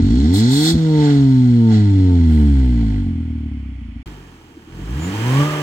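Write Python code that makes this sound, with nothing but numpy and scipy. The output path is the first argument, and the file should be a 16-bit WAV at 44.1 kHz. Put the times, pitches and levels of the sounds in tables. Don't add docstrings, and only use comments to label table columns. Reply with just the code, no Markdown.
import sys
import numpy as np
from scipy import signal
from scipy.fft import rfft, irfft
from scipy.io import wavfile
from scipy.ndimage import uniform_filter1d, minimum_filter1d

SR = 44100
rng = np.random.default_rng(int(sys.argv[2]) if len(sys.argv) > 2 else 0)


def generate_wav(sig):
    pcm = np.round(np.clip(np.atleast_2d(sig).T, -1, 1) * 32767).astype(np.int16)
    wavfile.write(sys.argv[1], SR, pcm)


N = 247842
TIME = np.arange(N) / SR

# time_s, firing_hz
SPORT_SPEED = [(0.0, 40.4), (0.26, 76.73), (0.36, 99.2), (0.48, 125.4), (0.59, 148.8), (0.66, 159.5),
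               (0.72, 166.2), (0.81, 161), (1.31, 132), (1.69, 111.2), (1.94, 97.5), (2.33, 78.15),
               (2.6, 65.96), (2.84, 55.36), (3.15, 41.99), (3.51, 36.26), (3.87, 28.65), (4.03, 27.36)]
STOCK_SPEED = [(4.07, 51.73), (4.306, 42.2), (4.556, 37.24), (4.69, 39.68), (4.79, 44.94), (4.88, 55.04),
               (5.096, 96.05), (5.182, 108.3), (5.408, 145.8), (5.49, 151.4), (5.62, 148.5)]
# start_s, rise_s, end_s, decay_s, depth_fraction
SPORT_THROTTLE = [(-.1, .05, 0.717, 0.02, 1.0)]
STOCK_THROTTLE = [(3.9, .1, 4.066, .09, 0.63), (4.66, 0.096, 5.078, 0.12, 0.97),
                  (5.08, 0.23, 5.415, 0.05, 1.0)]
# freq_hz, gain_db
SPORT_PIPE = [(22, -29), (40, -29), (50, -2.5), (68, 6.5), (100, 5), (150, 2), (195, -8), (222, 8.5),
              (290, 10), (325, 0), (360, -0.5), (405, 1), (440, 4.5), (480, 2.5), (530, -23), (600, -12.5),
              (670, -11), (740, -8), (820, -22.5), (895, 5.5), (1000, -19.5), (1500, -7.5), (4000, -69.5)]
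STOCK_BOOM = [(22, -46.5), (42, -5), (58, 5.5), (95, -3), (140, 7.5), (170, 3.5), (240, -27.5), (900, -102)]
STOCK_BARK = [(100, -53), (175, 5.5), (215, -7), (290, 6.5), (350, -0.5), (430, -2), (520, -18), (700, -22),
              (3000, -78)]
# freq_hz, bandwidth_hz, gain_db
SHELL_MODES = [(742, 65, 1), (850, 42, -4), (1425, 19, -1), (1557, 59, -1.5), (1975, 110, -4.5)]
WALL_MODES = [(3295, 25, -7), (3538, 25, -7), (3880, 25, -3), (4130, 160, -6), (4357, 16, 6),
              (4485, 22, -4), (5150, 30, -1), (6430, 70, -11), (7410, 70, 0), (8588, 25, -3)]
# freq_hz, relative_db
SPORT_RUSH = [(350, -22.5), (540, -5), (730, -6.5), (920, -16.5), (1060, -10), (1450, -9), (1750, -0.5),
              (2030, -11), (2550, -7.5), (2850, -5.5), (3300, -7), (6000, -59)]
SPORT_RASP = [(1500, -70), (3020, -27), (3350, -1.5), (4200, 1.5), (4700, -8), (5100, -5), (5900, -9.5),
              (6400, -10), (7400, -11.5), (8600, -21), (10000, -27), (16000, -49)]
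SPORT_SIZZLE = [(5000, -65), (8000, -9.5), (9500, -21), (12000, -22.5), (16000, -23.5)]
IDLE_AIR = [(300, -27.5), (700, -5.5), (1200, -8.5), (1800, -6), (2300, -3), (3100, -7), (4000, -18),
            (8000, -29), (15000, -42)]
STOCK_RUSH = [(260, -33), (450, 2), (558, -9.5), (630, -7.5), (924, -2), (1010, -6.5), (1110, -4.5),
              (1380, -8), (1710, -3), (2120, -11.5), (3140, -7), (3790, -27.5), (4200, -42), (5460, -40),
              (9240, -120)]
STOCK_HISS = [(2120, -42), (3600, -2.5), (3970, -3), (4470, -2.5), (4910, -3), (7330, -5), (9110, -7),
              (11000, -21), (14100, -10), (15800, -12)]
STOCK_RUMBLE = [(30, -32), (70, 8), (200, 8), (330, 13.5), (450, 0), (620, -28), (3000, -74)]
WALL_DRIVE = [(2600, -52.5), (3250, 7.5), (8600, 2), (11000, -45.5)]
SHELL_DRIVE = [(500, -35), (720, 1), (2100, 1), (3000, -24.5)]
# start_s, rise_s, end_s, decay_s, rush_db, rasp_db, sizzle_db (before SIZZLE_LIFT_DB)
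SURGES = [(.33, 0.014, 0.39, 0.019, -40.5, -29, -39.5), (.34, 0.056, 0.44, 0.28, -43, -31, -56),
          (.485, 0.048, 0.69, .018, -38.5, -26.5, -38.5), (0.619, 0.043, 0.708, 0.019, -36, -22, -39.5),
          (.9, 0.15, 1.107, 0.1, -36, -34.5, -61), (1.665, 0.066, 1.76, 0.061, -40, -37.5, -78.5),
          (2.24, 0.098, 2.29, 0.36, -45.5, -51.5, -57.5)]
# revved_db, speed_db_per_octave, throttle_db
WHINE_LAWS = [(-31.5, 30, -7), (-31, 50, 5), (-32, 39, 8.5)]
# start_s, level_db, pitch_hz, time_constant_s
POPS = [(0.73, -12, 79, 0.01), (0.739, -11, 235.5, 0.0078), (0.754, -3.5, 187, 0.0012),
        (3.175, -19, 240, 0.0048), (4.568, -32.5, 302, 0.0032), (4.668, -34.5, 326, 0.0042)]
# freq_hz, gain_db
CLICK_FILTER = [(300, 9), (4000, 3), (6000, -12), (15000, -12)]
# freq_hz, coherence_fraction, left_minus_right_db, left_lead_rad
SPORT_PORTS = [(40, 1, .1, .04), (120, 1, .1, .16), (260, 1, -.6, .36), (600, .75, 0, .8),
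               (1400, .68, -3, 1.3), (2000, .7, -7, 5), (4300, .88, -4, 17.4), (7400, .55, 7, 36),
               (15000, .35, 7, 79)]
STOCK_PORTS = [(40, 1, 0, .03), (130, 1, -.4, .14), (300, .95, -1.5, .25), (700, .55, 1, .7),
               (1400, .5, -2.5, 1), (2400, .6, -6, 7.5), (7400, .45, -4, 20), (15000, .35, 2.5, 52)]

# [, knee_hz, fade_db_per_octave]
SPORT_BOOM_LAW = (-12.5, -1, -3, 67, 16.5)
SPORT_BARK_LAW = (-15.5, -5.5, -1.5, 44, 14.5)
SPORT_DRONE_LAW = (-24, -6.5, 7.5, 78, 16)
SPORT_HONK_LAW = (-42.5, 5.5, 3, 52.5, 19)
SPORT_RUSH_LAW = (-46, 1.8, 4, 51, 32)
SPORT_RASP_LAW = (-43, 5, 9, 51.5, 37)
SPORT_SIZZLE_LAW = (-63, 6, 3.5, 48, 41)
STOCK_BOOM_LAW = (-29.5, 7, 11.5, 46, 14)
STOCK_BARK_LAW = (-30.5, 4.2, 11.9)
STOCK_RUMBLE_LAW = (-36.5, 5.2, 7)
STOCK_RUSH_LAW = (-28, 11.6, 3.55)
STOCK_HISS_LAW = (-38.5, 10.6, 4.5)

IDLE_HZ, REVVED_HZ = 28.7, 150
SCATTER_DB, IDLE_SCATTER_DB, LUGGING_SCATTER_DB = 0.26, 1.0, 1.5
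REVVED_SOFTNESS, SOFTNESS_PER_OCTAVE = 0.53, 0.48
THIN_ABOVE_HZ, THIN_DB_PER_OCTAVE = 139.5, 18.5
HONK_NOTE_HZ, HONK_SWELL_DB, HONK_SHARPNESS = 446.6, 14, 1.6
DRIVEN_BARK_DB, SIZZLE_LIFT_DB, IDLE_AIR_DB, SQUEAK_DB = -15.5, 5, -52.5, -38
WHINE_ORDERS = (2.5, 4, 8)
SPORT_END_S, STOCK_START_S = 4.031, 4.058


def sport_car():
    hz, = curves(SPORT_SPEED)
    throttle = pedal(SPORT_THROTTLE)
    scatter_db = SCATTER_DB + (IDLE_SCATTER_DB + LUGGING_SCATTER_DB * throttle) * (IDLE_HZ / hz) ** 2
    softness = REVVED_SOFTNESS + SOFTNESS_PER_OCTAVE * np.log2(REVVED_HZ / hz)
    flow, cycles = firings(hz, scatter_db, cylinder_db=[0.52, -1.5, 1.0, -0.46],
                           jitter=0.015, sharpness=5.41, softness=softness)
    burble = 1 + 0.03 * scatter_db * wander(size=90)
    pipe = colour(even(flow) * burble, SPORT_PIPE)
    tones = boom_and_bark(pipe, hz, throttle) + tailpipe_honk(pipe, hz, throttle)
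    return ports(tones, exhaust_turbulence(cycles, hz, throttle), SPORT_PORTS)


def firings(hz, scatter_db, cylinder_db, jitter, sharpness, softness):
    cycles = np.cumsum(hz) / SR + 1
    index = np.arange(int(cycles[-1]) + 2)
    timing_draw, size_draw = rng.standard_normal((len(index), 2)).T
    scatter = np.interp(index, cycles, scatter_db)
    size = undb(scatter * (size_draw + np.array(cylinder_db)[index % len(cylinder_db)]))
    uneven = cycles + np.interp(cycles, index, jitter * scatter * timing_draw)
    stroke = uneven % 1
    flow = size[uneven.astype(int)] * stroke ** np.maximum(softness, .5) * (1 - stroke) ** sharpness
    return flow - uniform_filter1d(flow, size=8000), cycles


def boom_and_bark(pipe, hz, throttle):
    thin_db = THIN_DB_PER_OCTAVE * (1 + throttle) * np.maximum(np.log2(hz / THIN_ABOVE_HZ), 0)
    boom = even(band(pipe, 15, 221)) * follow(hz, throttle, *SPORT_BOOM_LAW) * undb(-thin_db)
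    silencer = band(pipe, 174, 340.6)
    coasting_bark = (1 - throttle) * silencer * follow(hz, throttle, *SPORT_BARK_LAW)
    driven_bark = throttle * even(silencer) * undb(DRIVEN_BARK_DB)
    return boom + coasting_bark + driven_bark


def tailpipe_honk(pipe, hz, throttle):
    in_tune = abs(np.cos(np.pi * HONK_NOTE_HZ / hz)) ** (2 * HONK_SHARPNESS) * (1 - throttle)
    drone = band(pipe, 337, 443) * follow(hz, throttle, *SPORT_DRONE_LAW)
    overtones = even(band(pipe, 475, 2500)) * follow(hz, throttle, *SPORT_HONK_LAW)
    return (drone + overtones) * undb(HONK_SWELL_DB * in_tune * hz / REVVED_HZ)


def exhaust_turbulence(cycles, hz, throttle):
    rush_gain, rasp_gain, sizzle_gain = gas_gains(hz, throttle)
    rush = unit(colour(puffs(cycles, depth=1.2, decay=.57, grain_db=1.2), SPORT_RUSH)) * rush_gain
    rasp = wall_rasp(cycles, rasp_gain)
    spray = puffs(cycles, depth=.72, decay=.4, grain_db=1.8)
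    sizzle = unit(colour(spray, SPORT_SIZZLE)) * sizzle_gain * undb(SIZZLE_LIFT_DB)
    buzz = shell_buzz(cycles) * rush_gain * undb(1.1)
    air = unit(colour(noise(), IDLE_AIR)) * undb(IDLE_AIR_DB)
    return rush + buzz + rasp + sizzle + air


def gas_gains(hz, throttle):
    laws = (SPORT_RUSH_LAW, SPORT_RASP_LAW, SPORT_SIZZLE_LAW)
    power = np.array([follow(hz, throttle, *law) for law in laws]) ** 2
    for start, rise, end, decay, *db in SURGES:
        power = power + np.outer(undb(db), swell(start, rise, end, decay)) ** 2
    return np.sqrt(power)


def wall_rasp(cycles, gain):
    jet = puffs(cycles, depth=.67, decay=.083, grain_db=1.2)
    wall = resonate(colour(jet, WALL_DRIVE), WALL_MODES)
    ring_share = np.clip(undb(-4.5) * gain ** 0.2, 0, .8)
    return (unit(colour(jet, SPORT_RASP)) * (1 - 0.2 * ring_share) + unit(wall) * ring_share) * gain


def shell_buzz(cycles):
    shaking = colour(puffs(cycles, depth=8.7, decay=.18, grain_db=1.8), SHELL_DRIVE)
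    return unit(resonate(shaking, SHELL_MODES))


def stock_car():
    hz, = curves(STOCK_SPEED)
    throttle = pedal(STOCK_THROTTLE)
    flow, cycles = firings(hz, scatter_db=np.full(N, .8), cylinder_db=[0.11, -0.098, 0.057, 0.24],
                           jitter=0.016, sharpness=7.5, softness=1.0)
    boom = colour(even(flow), STOCK_BOOM) * follow(hz, throttle, *STOCK_BOOM_LAW)
    bark = colour(even(flow), STOCK_BARK) * follow(hz, throttle, *STOCK_BARK_LAW)
    turbulence = engine_rush(cycles, hz, throttle)
    tones = boom + bark + engine_whine(cycles, hz, throttle) + belt_squeak()
    return ports(tones, turbulence, STOCK_PORTS)


def engine_rush(cycles, hz, throttle):
    rumble = unit(colour(noise(), STOCK_RUMBLE))
    rush = unit(colour(puffs(cycles, depth=.31, decay=.4, grain_db=1), STOCK_RUSH))
    hiss = unit(colour(puffs(cycles, depth=.2, decay=.35, grain_db=1), STOCK_HISS))
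    return (rumble * follow(hz, throttle, *STOCK_RUMBLE_LAW)
            + rush * follow(hz, throttle, *STOCK_RUSH_LAW)
            + hiss * follow(hz, throttle, *STOCK_HISS_LAW))


def engine_whine(cycles, hz, throttle):
    whine = 0
    for order, law in zip(WHINE_ORDERS, WHINE_LAWS):
        wobble = .08 * order * wander(size=300)
        flutter = undb(2.25 * wander(size=500))
        whine += np.sin(2 * np.pi * order * cycles + wobble) * follow(hz, throttle, *law) * flutter
    return whine


def belt_squeak():
    pitch_hz = 7014 + 14 * wander(size=200)
    envelope = swell(start=4.985, rise=0.056, end=5.065, decay=0.021)
    return np.sin(2 * np.pi * np.cumsum(pitch_hz) / SR) * envelope * undb(SQUEAK_DB)


def silencer_pops():
    out = np.zeros(N)
    for start, db, hz, time_constant in POPS:
        age = np.maximum(TIME - start, 0)
        swing = (age / time_constant) ** 2 * np.exp(-age / time_constant)
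        out += undb(db) * np.sin(2 * np.pi * hz * age) * swing / swing.max()
    return out


def click(start_s=4.075, gain_db=-30, decay_s=0.00099):
    burst = noise() * (TIME >= start_s) * np.exp(-abs(TIME - start_s) / decay_s)
    return undb(gain_db) * colour(burst, CLICK_FILTER)


def puffs(cycles, depth, decay, grain_db):
    gate = unit(1 + depth * np.exp(-(cycles % 1) / decay))
    return noise() * gate * unit(undb(grain_db * wander(size=50)))


def ports(common, diffuse, table):
    coherence, pan_db, lead = over_hz(table)
    coherence = np.clip(coherence, 0, 1)
    sides = np.array([[1], [-1]])
    mid, side = rfft(diffuse, 2 * N)
    shared = rfft(common, 2 * N) + mid * np.sqrt((1 + coherence) / 2)
    both = shared + sides * side * np.sqrt((1 - coherence) / 2)
    return irfft(both * undb(sides * pan_db / 2) * np.exp(1j * sides * lead / 2))[:, :N]


def follow(hz, throttle, revved_db, octave_db, throttle_db, knee_hz=1, fade_db=0):
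    octaves_under = np.maximum(np.log2(knee_hz / hz), 0) * (1 - throttle)
    speed_db = octave_db * np.log2(hz / REVVED_HZ)
    return undb(revved_db + speed_db + throttle_db * throttle - fade_db * octaves_under)


def pedal(presses):
    return np.clip(sum(depth * swell(*timing) for *timing, depth in presses), 0, 1)


def swell(start, rise, end, decay):
    return np.clip((TIME - start) / rise, 0, 1) * np.exp(-np.maximum(TIME - end, 0) / decay)


def colour(x, points):
    cepstrum = irfft(over_hz(points)[0] * np.log(10) / 20)
    cepstrum[1:N] *= 2
    cepstrum[N + 1:] = 0
    return irfft(rfft(x, 2 * N) * np.exp(rfft(cepstrum)))[..., :N]


def band(x, lo_hz, hi_hz):
    hz = np.arange(N + 1) * SR / (2 * N)
    below_lo, below_hi = [1 / (1 + (hz / edge) ** 16) for edge in (lo_hz, hi_hz)]
    return irfft(rfft(x, 2 * N) * (below_hi - below_lo))[:N]


def resonate(x, modes):
    return sum(undb(db) * signal.lfilter(*signal.iirpeak(hz, hz / width, SR), x)
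               for hz, width, db in modes)


def curves(table):
    time_s, *columns = np.transpose(table)
    return [np.interp(TIME, time_s, column) for column in columns]


def over_hz(table):
    hz, *columns = np.transpose(table)
    bins = np.maximum(np.arange(N + 1) * SR / (2 * N), 1)
    return [np.interp(np.log(bins), np.log(hz), column) for column in columns]


def noise():
    return rng.standard_normal((2, N))


def wander(size):
    return unit(uniform_filter1d(uniform_filter1d(rng.standard_normal(N), size), size))


def even(x, size=3500):
    return x / np.sqrt(uniform_filter1d(uniform_filter1d(x ** 2, size), size) + 1e-14)


def unit(x):
    return x / np.sqrt(np.mean(x ** 2))


def undb(db):
    return 10 ** (np.asarray(db) / 20)


def scene():
    first = np.clip((SPORT_END_S - TIME) / .004, 0, 1)
    second = np.clip((TIME - STOCK_START_S) / .002, 0, 1)
    return first * sport_car() + second * stock_car() + silencer_pops() + click()


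def record(dry, ceiling=.68, top_hz=15850):
    gain = ceiling / np.maximum(abs(dry).max(axis=0), ceiling)
    gain = uniform_filter1d(minimum_filter1d(gain, size=500), size=500)
    return signal.sosfilt(signal.ellip(10, .1, 80, top_hz, fs=SR, output="sos"), dry * gain)


dry = scene()
out = record(dry)
generate_wav(out)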